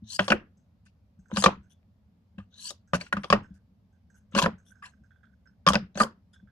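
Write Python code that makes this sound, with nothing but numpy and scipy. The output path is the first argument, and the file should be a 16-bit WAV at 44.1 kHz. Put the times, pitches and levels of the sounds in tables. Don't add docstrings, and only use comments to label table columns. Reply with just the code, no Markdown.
import sys
import numpy as np
from scipy import signal
from scipy.fft import rfft, irfft, next_fast_len
from scipy.io import wavfile
from scipy.ndimage import uniform_filter1d

SR = 44100
rng = np.random.default_rng(int(sys.argv[2]) if len(sys.argv) > 2 else 0)


def bounce(signal):
    frames = np.transpose(np.atleast_2d(signal))
    limited = np.clip(frames, -1, 1)
    pcm = np.round(limited * 32767).astype(np.int16)
    wavfile.write(sys.argv[1], SR, pcm)


def magnitude_from_level(level_db):
    exponent = np.asarray(level_db, float) / 20
    return 10 ** exponent


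N = 287091

# start in seconds, peak in dB, cup pitch in Hz, rim click in dB against the peak.
STACK_KNOCKS = [(0.2803, -20.5, 1122, -5.5), (1.298, -49.5, 973.5, -29), (1.315, -31, 1009, -25.5),
                (1.361, -29.5, 1006, -8), (1.423, -25, 1026, -16), (2.384, -41, 1057, -14),
                (2.705, -35.5, 1220, 1), (3.242, -26.5, 1170, -11.5), (4.319, -50.5, 1335, -13.5),
                (4.3503, -19, 1104, -7.5), (4.4181, -20.5, 1002, -5.5), (4.424, -22, 1024, -0.5),
                (4.442, -17.5, 1000, -19.5), (5.703, -17.5, 1060, -28.5), (5.7331, -18, 1275, -4.5),
                (5.744, -16.5, 968, -14.5)]
# the same four, then trapped air in dB against the peak.
LANDINGS = [(1.37, -14.5, 1150, -6.5, -15), (1.4391, -9, 1190, -4.5, -9), (1.4601, -5.5, 1170, -10, -11),
            (2.934, -13.5, 1184, -13, -7.5), (3.302, -14.5, 1113, -6.5, -11),
            (3.326, -3.5, 1117, -13, -11.5), (4.377, -19.5, 1068, -5.5, -8),
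            (4.387, -11.5, 1070, -6, -14.5), (4.459, -13.5, 1000, -18.5, -16.5),
            (5.6656, -9, 1094, -8.5, -13), (5.674, -4.5, 1119, -18, -31.5), (5.686, -12, 1181, -1.5, -26),
            (6.0022, -11, 1181, -31, -13.5), (6.007, -15, 1200, -42, -23.5), (6.013, -13, 1184, -30, -19.5)]
# factor on the cup pitch, level in dB, seconds to fade by 60 dB.
WALL = [(0.749, -9.5, 0.02), (.87, -6, 0.025), (1.002, 0.5, 0.03), (1.13, -6.5, 0.012), (1.29, -5, 0.022),
        (1.498, -3, 0.018), (1.75, -19, .014), (2.1, -13, .012)]


def stack_knocks():
    glancing = [(*row, -10.5 - 0.024 * (row[1] + 15)) for row in STACK_KNOCKS]
    return knocks(glancing + LANDINGS, 3160, WALL)


# start in seconds, peak in dB, cup pitch in Hz,
# rim click in dB against the peak, trapped air in dB against the peak.
LOOSE_KNOCKS = [(0.193, -11.5, 1449, -15, -10.5), (0.244, -44.5, 1447, -0.5, -26.5),
                (0.302, -13.5, 1479, -7.5, -11), (0.307, -27, 1510, -25, -24),
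                (0.3195, -6.5, 1521, -21.5, -13), (0.859, -53, 1530, -6.5, -28.5),
                (2.943, -23.5, 1528, -4.5, -16), (2.952, -24.5, 1530, -4.5, -26),
                (3.012, -35, 1580, -4, -10), (3.064, -39, 1460, -9.5, -35), (3.126, -8.5, 1446, -38, -26),
                (3.168, -23.5, 1481, -12, -17), (3.2345, -30.5, 1760, -10, -32),
                (3.538, -66.5, 1530, 2, -23.5), (4.169, -66.5, 1640, -17.5, -28),
                (4.363, -20.5, 1573, -25.5, -9), (4.822, -42.5, 1215, -16, -39),
                (5.7545, -13.5, 1524, -17, -8.5), (5.954, -39.5, 1575, -7, -2),
                (5.974, -28.5, 1557, -13, -2), (6.034, -30.5, 1460, 3, 2.5)]
# factor on the cup pitch, level in dB, seconds to fade by 60 dB.
HELD_WALL = [(0.749, -10.5, 0.023), (0.871, -2, .018), (0.999, -0.6, 0.035), (1.131, -5, 0.029),
             (1.29, -11, 0.029), (1.5, -18, 0.014), (1.751, -15, 0.01), (2.1, -15, 0.0083)]


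def loose_knocks():
    return knocks(LOOSE_KNOCKS, 2710, HELD_WALL)


# pitch in Hz, level in dB, seconds to fade by 60 dB.
CAVITY = [(375, -8.5, 0.017), (526, -1, 0.012), (543.2, -2, 0.051), (750, -6, 0.014), (869.2, -8.5, 0.0086)]


def knocks(rows, spot_hz, wall):
    out, t = np.zeros((2, N)), np.arange(SR // 12) / SR
    for (s, db, hz, click_db, cavity_db), luck in zip(rows, rng.standard_normal((len(rows), 6040))):
        rim_hz = spot_hz * np.exp(0.081 * luck[-1])
        contact_s = 0.0021 * (1.1 + max(-38.0 - db, 0) / 4.1)
        held = magnitude_from_level(60 * np.minimum(t, contact_s) / 0.043)
        swell = np.sin(np.pi / 2 * np.minimum(t / contact_s, 1)) ** 2 * held
        uneven = 1 + 0.3 * np.resize(evened(uniform_filter1d(luck[40:2040], 40)), len(t))
        wall_ring = ring(wall, luck, hz, spread_db=2, detune=0.015, size=len(t))
        air_ring = ring(CAVITY, luck[20:], detune=0.05, size=len(t))
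        sound = peaked(swell * uneven * wall_ring, db)
        sound += peaked(swell * uneven * air_ring, db + cavity_db + 5.5)
        u = t[:2000] / (contact_s + 0.0016)
        puff = np.sin(np.pi / 2 * np.minimum(u * 3, 1)) ** 2 * np.exp(-u * 0.46)
        tilt_db = 1.6 * (click_db + 13.0)
        rims = [puff * rim(v, tilt_db, rim_hz) for v in luck[2040:].reshape(2, -1)]
        add(sound, 0, peaked(rims[0], db + click_db + 0.43))
        add(out[0], s - 0.0006, sound)
        add(out[1], s - 0.0006, peaked(rims[1], db + click_db - 2.5))
    return out


# frequency in Hz, level in dB per Hz.
CLICK = [(400, -49.5), (1500, -27), (2300, 8.5), (3250, 1), (4900, 0), (6900, -10.5), (7900, -17),
         (16000, -50.5)]


def rim(luck, tilt_db, peak_hz):
    hz = np.fft.rfftfreq(len(luck), 1 / SR)
    spot = 1 + magnitude_from_level(10.5) / (1 + ((hz - peak_hz) / 200) ** 2)
    colour_db = read(CLICK, hz) + tilt_db * np.log2(np.maximum(hz / 3000, 1))
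    return irfft(rfft(luck) * spot * magnitude_from_level(colour_db))


# start in seconds, peak in dB, pitch of the low group in Hz, pitch of the high group in Hz.
TICKS = [(0.1938, -15.5, 3330, 5047), (0.2431, -32.5, 3150, 4756), (0.2801, -17.5, 3200, 4414),
         (0.3041, -16.5, 3100, 4386), (0.3174, -21.5, 2530, 5370), (1.3102, -47, 3090, 6350),
         (1.3375, -38.5, 3750, 6273), (1.3603, -23.5, 3930, 4296), (1.3686, -17.5, 3340, 4607),
         (1.4398, -8, 3400, 4127), (1.4587, -12.5, 2370, 6030), (2.7055, -25.5, 3770, 5360),
         (3.01, -25.5, 2386, 4100), (3.243, -28, 3300, 4973), (3.3006, -12.5, 3340, 4740),
         (3.3264, -15, 2675, 4933), (4.349, -20.5, 2800, 5100), (4.3764, -22, 2680, 4420),
         (4.3863, -10.5, 2570, 4426), (4.418, -23, 3160, 4590), (4.4232, -16, 3310, 4220),
         (4.4375, -24.5, 3900, 4000), (4.4602, -23, 2510, 4960), (5.6653, -12.5, 2750, 5390),
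         (5.6747, -10, 3160, 5580), (5.6853, -19, 3370, 4952), (5.7218, -26, 3380, 5060),
         (5.733, -16.5, 3310, 4537), (5.7433, -21, 2700, 5130), (5.7537, -17.5, 2600, 5000),
         (5.9455, -46, 3700, 6390), (5.9544, -44, 3370, 4030), (5.9738, -31.5, 3630, 6160),
         (5.9915, -32.5, 2830, 4300), (6.0154, -23.5, 2310, 5170), (6.0344, -20.5, 3120, 4720)]
# factor on the group pitch, level in dB, seconds to fade by 60 dB.
TICK = [(.95, -3, 0.0075), (1.001, 2.5, 0.02), (1.06, -8, .012)]


def ticks():
    out, t = np.zeros((2, N)), np.arange(1500) / SR
    swell = np.sin(np.pi / 2 * np.minimum(t / 0.00092, 1)) ** 2
    for (s, db, low_hz, high_hz), luck in zip(TICKS, rng.standard_normal((len(TICKS), 24))):
        for row, part, less_db in zip(out, luck.reshape(2, -1), (-5.0, -11.0)):
            low = ring(TICK, part, low_hz, spread_db=2, detune=0.012, size=len(t))
            high = ring(TICK, part[6:], high_hz, spread_db=2, detune=0.012, size=len(t))
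            add(row, s + 0.0006, peaked(swell * (low + magnitude_from_level(-3) * high), db + less_db))
    return out


# start in seconds, peak in dB, pitch in Hz, seconds to fade by 60 dB.
PINGS = [(0.193, -11, 1570, 0.015), (0.1975, -21, 1344, 0.014), (0.1972, -21, 3020, 0.013),
         (0.204, -23, 1490, .03), (0.21, -30, 3270, 0.016), (0.3023, -18.5, 2970, 0.025),
         (0.309, -20.5, 750, 0.02), (0.321, -12, 1484, 0.034), (0.3192, -18, 2350, 0.029),
         (0.3183, -17, 2730, .025), (0.328, -20.5, 2440, 0.021), (0.33, -22, 360, .06),
         (1.377, -25, 1514, 0.025), (1.4399, -12, 1196, 0.033), (1.4606, -7.5, 1166, .03),
         (1.4616, -17.5, 2410, 0.034), (2.401, -49.5, 1200, .05), (2.946, -24, 1487, 0.038),
         (3.01, -32.5, 2326, 0.032), (3.013, -33.5, 4540, 0.03), (3.1255, -12, 1507, .022),
         (3.167, -24.5, 1223, 0.037), (3.301, -18.5, 1090, 0.046), (3.3275, -16, 663, 0.048),
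         (3.331, -20, 1870, 0.049), (4.364, -22.5, 1490, 0.028), (1.463, -18.5, 544, 0.064),
         (4.379, -15.5, 1068, .06), (4.388, -10.5, 1104, .03), (4.419, -22, 1000, 0.085),
         (4.437, -25, 1590, 0.074), (4.459, -16.5, 558, 0.026), (4.4603, -18.5, 1750, 0.026),
         (4.466, -20, 1000, 0.033), (4.8223, -44, 1145, 0.11), (4.838, -41.5, 1870, 0.046),
         (5.469, -66.5, 5280, 0.092), (5.6765, -9, 1120, 0.029), (5.674, -18, 5000, 0.022),
         (5.686, -7, 1178, 0.034), (5.686, -18, 3240, 0.029), (5.703, -21, 1130, 0.033),
         (5.7548, -15.5, 2610, 0.017), (5.7548, -20, 5000, 0.0058), (5.974, -32, 6240, 0.019),
         (6, -20.5, 1537, 0.039), (6.006, -9.5, 1200, 0.048), (6.029, -23.5, 1545, 0.034)]
# start in seconds, peak in dB, pitch in Hz.
SNAPS = [(0.1928, -12.5, 1800), (0.198, -14, 1680), (0.22, -35.5, 5300), (0.232, -37.5, 5000),
         (0.32, -9, 1650), (1.363, -27.5, 4160), (1.3705, -20, 4550), (1.396, -32, 4700),
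         (1.4406, -16.5, 1490), (1.4614, -6.5, 1266), (1.72, -54, 3400), (1.83, -66.5, 2300),
         (3.2345, -32, 3000), (3.3268, -10, 1270), (4.3506, -21.5, 3200), (4.378, -21, 4370),
         (4.3896, -11.5, 1400), (4.4184, -23, 4740), (4.4387, -22.5, 4000), (4.4604, -14, 1296),
         (5.256, -63, 3300), (5.7225, -27.5, 4600), (5.7551, -10.5, 2800), (6.0339, -24.5, 4520)]


def pings():
    out, t = np.zeros(N), np.arange(SR // 5) / SR
    for s, db, hz, t60 in PINGS + [(*row, 8 / row[2]) for row in SNAPS]:
        swell = np.sin(np.pi / 2 * np.minimum(t / (0.07 * t60), 1)) ** 2
        add(out, s, peaked(-swell * magnitude_from_level(-60 * t / t60) * np.sin(2 * np.pi * hz * t), db))
    return out


# start in seconds, length in seconds, hiss in dB, rub of the cup body in dB.
DRAWS = [
    (0.031, 0.148, -37, -59.5),
    (1.304, 0.082, -46, -43.5),
    (2.498, .225, -38.5, -56.5),
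    (4.323, .085, -34, -28),
    (5.941, .055, -45.5, -44),
]


def draws():
    out, top = [], 0.9
    for s, length, hiss_db, rub_db in DRAWS:
        u = np.arange(0, length, 1 / SR) / length
        swell_db = -40.5 * np.maximum(1 - u / top, 0) ** 1.8
        swell_db = swell_db - 26 * np.maximum(u - top, 0) / (1 - top)
        hz = 3654 + (5000 - 3654) * u ** 1.5
        out.append((s, slide(hiss_db + swell_db, hz, rub_db + swell_db, slow=(1 - u) ** 5.3)))
    return out


# start in seconds, length in seconds, hiss in dB, rub of the cup body in dB.
SETTLES = [
    (0.187, .075, -44.5, -29),
    (1.422, 0.018, -29.5, -26),
    (2.38, 0.07, -74.5, -48.5),
    (2.998, 0.1, -52.5, -43.5),
    (4.423, 0.049, -38.5, -27.5),
    (4.854, 0.065, -56, -45),
    (5.686, 0.033, -34.5, -30.5),
    (5.722, 0.02, -68.5, -36),
    (5.997, .05, -33, -33.5),
]


def settles():
    out = []
    for s, length, hiss_db, rub_db in SETTLES:
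        u = np.arange(0, length, 1 / SR) / length
        out.append((s, slide(hiss_db - 22 * u, 4200, rub_db - 33.5 * u, lowest_db=-3.5)))
    return out


# start in seconds, length in seconds,
# hiss in dB, rub of the cup body in dB, base of the lowest resonance in Hz.
BRUSHES = [(0.212, 0.11, -57.5, -56, 3867), (1.371, 0.052, -35.5, -41, 3305),
           (1.695, 0.045, -68, -92.5, 4170), (2.938, 0.033, -50.5, -38.5, 4240),
           (4.154, 0.043, -73, -91, 4330), (4.358, 0.077, -42, -49.5, 4470),
           (4.648, 0.085, -68, -89.5, 4100), (4.824, 0.048, -59.5, -44, 3495),
           (3.139, 0.23, -73.5, -68, 3926), (4.436, 0.027, -59, -27.5, 4285),
           (0.852, 0.024, -71.5, -74, 3300), (5.99, 0.051, -36, -51.5, 3257),
           (6.329, 0.027, -68, -80, 3500)]


def brushes():
    out = []
    for s, length, hiss_db, rub_db, hz in BRUSHES:
        u = np.arange(0, length, 1 / SR) / length
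        arch_db = -9 * (2 * u - 1) ** 2
        out.append((s, slide(hiss_db + arch_db, hz * (1.4 + 0.12 * u), rub_db - 7 * u, lowest_db=-2)))
    return out


# factor on the lowest resonance, width in Hz, level in dB, need of speed (a plain number).
HISS = [(1.002, 360.4, 1, 0), (1.38, 350.7, -7.5, 1), (1.53, 450.4, -6, 0.4), (1.85, 1000, -8.5, 3.5)]
# frequency in Hz, width in Hz, level in dB.
RUB = [(1000, 34, 4.5), (1200, 30, 3.5), (1660, 170, 5.5), (2000, 84, -8), (2700, 410, -3)]


def slide(hiss_db, hz, rub_db, slow=0, lowest_db=0):
    grit = rng.standard_normal((4, len(hiss_db)))
    drives = grit[:2] * magnitude_from_level(3.3 * evened(uniform_filter1d(grit[2], 50)))
    f0, w0, db0, _ = HISS[0]
    mid, dull_db = np.mean(hz), -25.5 * slow
    upper = mid * (hz / mid) ** 0.3
    walls, airs = [], []
    for drive in drives:
        wall = magnitude_from_level(db0 + lowest_db) * patchy(steep(drive, hz * f0, w0))
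        wall = wall + magnitude_from_level(-8.5 + dull_db / 2) * patchy(steep(drive[::-1], 3050, 450))
        for f, w, db, need in HISS[1:]:
            shifted = np.roll(drive, int(f * 100))
            wall = wall + magnitude_from_level(db + need * dull_db) * patchy(steep(shifted, upper * f, w))
        walls.append(evened(wall))
        air = patchy(steep(drive, 10300 * upper / mid, 790))
        airs.append(evened(air + magnitude_from_level(-8.0) * steep(drive[::-1], 13800, 1800)))
    walls = signal.sosfilt(signal.butter(6, 2500, "high", fs=SR, output="sos"), np.array(walls))
    airs = np.array(airs) * magnitude_from_level(-61 * slow)
    both = magnitude_from_level(hiss_db) * (walls + magnitude_from_level(-12) * airs) * magnitude_from_level([[0], [-5.5]])
    body = sum(magnitude_from_level(db) * patchy(steep(grit[3], f, w)) for f, w, db in RUB)
    both[0] += magnitude_from_level(rub_db) * evened(body)
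    return both * signal.windows.tukey(len(hiss_db), 0.15)


# start in seconds, peak in dB, pitch in Hz.
JOLTS = [(0.022, -37.5, 210), (0.199, -22.5, 207), (0.305, -18.5, 214.5), (1.188, -45, 180),
         (1.328, -25, 221.5), (1.376, -20, 207.2), (1.462, -15, 203.1), (1.575, -41, 188.8),
         (2.38, -32.5, 205), (2.934, -17.5, 177.2), (3.136, -28.5, 208.7), (3.171, -25, 205.6),
         (3.227, -41, 197), (3.303, -21, 188.3), (3.332, -15.5, 211.8), (3.408, -41, 166.8),
         (3.506, -38.5, 195.7), (4.341, -27, 208.3), (4.362, -18, 220.2), (4.43, -19, 180),
         (4.456, -20.5, 207), (4.527, -40, 177.6), (5.008, -50, 208.5), (5.671, -15.5, 190.3),
         (5.703, -18, 196.4), (5.753, -16, 211), (5.825, -33.5, 191), (5.957, -30.5, 197.2),
         (6.007, -18.5, 216), (6.428, -46.5, 205)]
# pitch in Hz, level in dB, seconds to fade by 60 dB.
SWAY = [(62, -2.5, 0.1), (95, 3, 0.16), (126, 2, 0.25)]


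def table():
    out, push = np.zeros(N), signal.windows.hann(SR // 110)
    top_modes = [(1.001, 5.0, 0.18), (0.99, -10.5, 0.061), (1.4, -7.0, 0.13), (0.93, -2.5, 0.17)]
    for (s, db, hz), luck in zip(JOLTS, rng.standard_normal((len(JOLTS), 20))):
        top = ring(top_modes, luck, hz, detune=0.025)
        tuned_push = push * np.cos(np.arange(len(push)) / SR * 2 * np.pi * hz)
        add(out, s - 0.003, peaked(signal.fftconvolve(tuned_push, top), db))
        legs = signal.fftconvolve(push, ring(SWAY, luck[10:], detune=0.26))
        add(out, s, peaked(legs, db - 7.5 - 0.38 * (db + 27.0)))
    return signal.sosfilt(signal.butter(6, 56, "high", fs=SR, output="sos"), out)


# start in seconds, peak in dB, upper tones in dB against it, favoured tone in Hz.
CREAKS = [(0.571, -87, 9, 6350), (1.1904, -79, 1, 6350), (1.2557, -69, -14.5, 6350),
          (1.283, -65.5, -9, 6760), (1.6318, -71, -10.5, 6350), (1.7024, -77, 14.5, 3400),
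          (2.519, -76.5, -13.5, 3400), (2.875, -68.5, -6.5, 6350), (3.4306, -55.5, -15.5, 5250),
          (3.5007, -68.5, -8, 3400), (3.5594, -70, -22.5, 3400), (3.926, -70, -17.5, 6350),
          (4.0998, -67, -8.5, 6350), (4.1426, -62.5, -8, 6350), (4.312, -73, 0.5, 6350),
          (4.581, -67, -7, 6350), (4.663, -73.5, 13.5, 3530), (4.705, -62, -16, 6350),
          (4.753, -63, -13, 5250), (4.782, -71, -6, 5250), (4.918, -66, -11, 5250), (5.036, -70, -8, 5250),
          (5.1064, -61.5, -11.5, 3400), (5.1583, -71, -8, 3400), (5.231, -57, -13.5, 3400),
          (5.328, -74.5, -14, 5250), (5.455, -60, -20, 5250), (5.6503, -61, -20, 3400),
          (6.333, -57, 1, 3400), (6.4736, -62, -19, 3400)]
# frequency in Hz, width in Hz, level in dB.
CREAK = [(1530, 130, -0.5), (3400, 220, -8.5), (5250, 90, -8), (6350, 520, -1.5), (7800, 320, -1),
         (10380, 1500, -7.5)]


def creaks():
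    low, upper, u = np.zeros(N), np.zeros(N), np.arange(SR // 8) / SR
    puff = np.minimum(u / 0.00071, 1) * np.exp(-u / 0.032)
    for (s, db, upper_db, grip_hz), luck in zip(CREAKS, rng.standard_normal((len(CREAKS), len(u) + 10))):
        bands = [magnitude_from_level(b) * evened(steep(luck[10:], hz * (1 + 0.005 * y), w))
                 for (hz, w, b), y in zip(CREAK, luck)]
        add(low, s, magnitude_from_level(db - 2.5) * puff * patchy(bands[0]))
        favoured = sum(magnitude_from_level(-23 * abs(np.log2(hz / grip_hz))) * band
                       for (hz, _, _), band in zip(CREAK[1:], bands[1:]))
        add(upper, s, magnitude_from_level(db + upper_db) * puff * favoured)
    return low * magnitude_from_level([[-9], [3]]) + upper * magnitude_from_level([[1.5], [-3]])


# frequency in Hz, level in dB per Hz.
HUM = [(15, -55), (25, -23.5), (45, -25), (72, -1.5), (140, -14.5), (195, -4.5), (330, -28.5), (560, -24.5),
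       (1500, -37.5), (3300, -42.5), (5000, -44), (9000, -57), (13000, -50), (16000, -69)]
# frequency in Hz, width in Hz, level in dB.
HUM_MODES = [(91.7, 12, 2), (180, 3.5, -5), (207, 140, -12.5)]


def hum():
    frames, hz = N // 512 + 5, np.fft.rfftfreq(2048, 1 / SR)
    patches = rng.standard_normal((1025, frames))
    patches = evened(uniform_filter1d(uniform_filter1d(patches, 8, 0), 6, 1))
    bumps = 1 + sum(magnitude_from_level(db + 7.0) / (1 + (2 * (hz - f) / w) ** 2) for f, w, db in HUM_MODES)
    z = noise_pair(hz, frames) * bumps[:, None] * magnitude_from_level(read(HUM, hz)[:, None] + 1.1 * patches)
    return magnitude_from_level(-63.5) * evened(signal.istft(z, nperseg=2048, noverlap=1536)[1][:, :N])


# frequency in Hz, likeness (1 is identical).
SAME = [(60, 0.94), (180, 1), (550, 0.46), (1650, 0.033), (4970, 0.087), (15000, 0.01)]


def noise_pair(hz, frames):
    a, b, c, d = rng.standard_normal((4, len(hz), frames))
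    same, left = np.clip(read(SAME, hz), -1, 1)[:, None], a + 1j * b
    return np.array([left, same * left + np.sqrt(1 - same ** 2) * (c + 1j * d)])


# frequency in Hz, seconds to fade by 60 dB.
ROOM = [(100, 0.4), (250, 0.25), (600, 0.04), (1500, 0.24), (3500, 0.2), (6200, 0.165), (9000, 0.12),
        (14000, 0.14)]
# frequency in Hz, level in dB.
WET = [(200, -4.5), (600, -3.5), (1500, -19), (4000, -15.5), (8000, -17), (14000, -17)]


def room(x):
    hz, t, z = signal.stft(x, SR, nperseg=256)
    keep = magnitude_from_level(-120 * t[1] / read(ROOM, hz))
    power = np.array([signal.lfilter([1 - k], [1, -k], abs(row) ** 2) for k, row in zip(keep, z)])
    gaps = rng.standard_normal((len(hz), len(t)))
    gaps = evened(uniform_filter1d(uniform_filter1d(gaps, 3, 0), 4, 1))
    power = abs(uniform_filter1d(power, 3, 0)) * magnitude_from_level(4.5 * gaps - 1)
    echo = noise_pair(hz, len(t)) * np.sqrt(power) * magnitude_from_level(read(WET, hz))[:, None]
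    tail = signal.istft(echo, SR, nperseg=256)[1]
    return np.pad(tail, ((0, 0), (250, 0)))[:, :N]


# frequency in Hz, left minus right in dB.
LEAN = [(60, 1.5), (150, .7), (350, 2.2), (700, -1), (1400, -1), (2800, 5), (5500, 9), (8500, 0),
        (15000, -1)]
# frequency in Hz, lead in radians.
LEAD = [(0, 0), (200, .15), (330, .9), (600, .5), (1030, .8), (1550, 1.6), (16000, 1.6)]


def ports(x):
    size = next_fast_len(N + 4096)
    hz = np.fft.rfftfreq(size, 1 / SR)
    half = magnitude_from_level(read(LEAN, hz) / 2) * np.exp(0.5j * np.interp(hz, *np.transpose(LEAD)))
    return irfft(rfft(x, size) * np.array([half, 1 / half]), size)[:, :N]


# frequency in Hz, level in dB.
MIC = [(9000, -2.5), (11300, -3.5), (12100, -9), (15300, -12), (16200, -44.5)]


def microphone(x):
    size = next_fast_len(N)
    return irfft(rfft(x, size) * magnitude_from_level(read(MIC, np.fft.rfftfreq(size, 1 / SR))), size)[:, :N]


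def ring(modes, luck, scale=1.0, spread_db=4, detune=0.027, size=SR // 4):
    t = np.arange(size) / SR
    return sum(magnitude_from_level(db + spread_db * a - 60 * t / t60) * np.sin(2 * np.pi * hz * scale * (1 + detune * b) * t)
               for (hz, db, t60), a, b in zip(modes, luck[::2], luck[1::2]))


def resonate(x, hz, width):
    turn = np.exp(2j * np.pi * np.cumsum(hz * np.ones(len(x))) / SR)
    r = np.exp(-np.pi * width / SR)
    return 2 * (turn * signal.lfilter([1 - r], [1, -r], x / turn + 1e-18)).real


def steep(x, hz, width):
    return resonate(resonate(x, hz, width), hz, 2 * width)


def patchy(x):
    grip = uniform_filter1d(rng.standard_normal(len(x)), int(0.012 * SR))
    return x * magnitude_from_level(4.2 * evened(uniform_filter1d(grip, 100)))


def evened(x):
    return x / np.sqrt(np.mean(x ** 2) + 1e-20)


def peaked(x, db):
    return magnitude_from_level(db) * x / (abs(x).max() + 1e-12)


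def read(points, hz):
    f, value = np.transpose(points)
    return np.interp(np.log(hz + 1), np.log(f + 1), value)


def add(mix, s, sound):
    part = mix[max(round(s * SR), 0):][:len(sound)]
    part += sound[:len(part)]


def scene():
    cups, stray = stack_knocks() + loose_knocks() + ticks()
    cups = cups + pings()
    for s, (direct, other) in draws() + settles() + brushes():
        add(cups, s, direct)
        add(stray, s, other)
    near = ports(cups + table()) + ports(stray) * [[1], [-1]] + room(cups + stray)
    return microphone(near) + creaks() + hum()


def roll_off(x):
    return signal.sosfilt(signal.butter(12, 16430, fs=SR, output="sos"), x)


def record(dry):
    mix = 1.457 * np.tanh(dry / 1.145)
    return roll_off(mix)


dry = scene()
out = record(dry)
bounce(out)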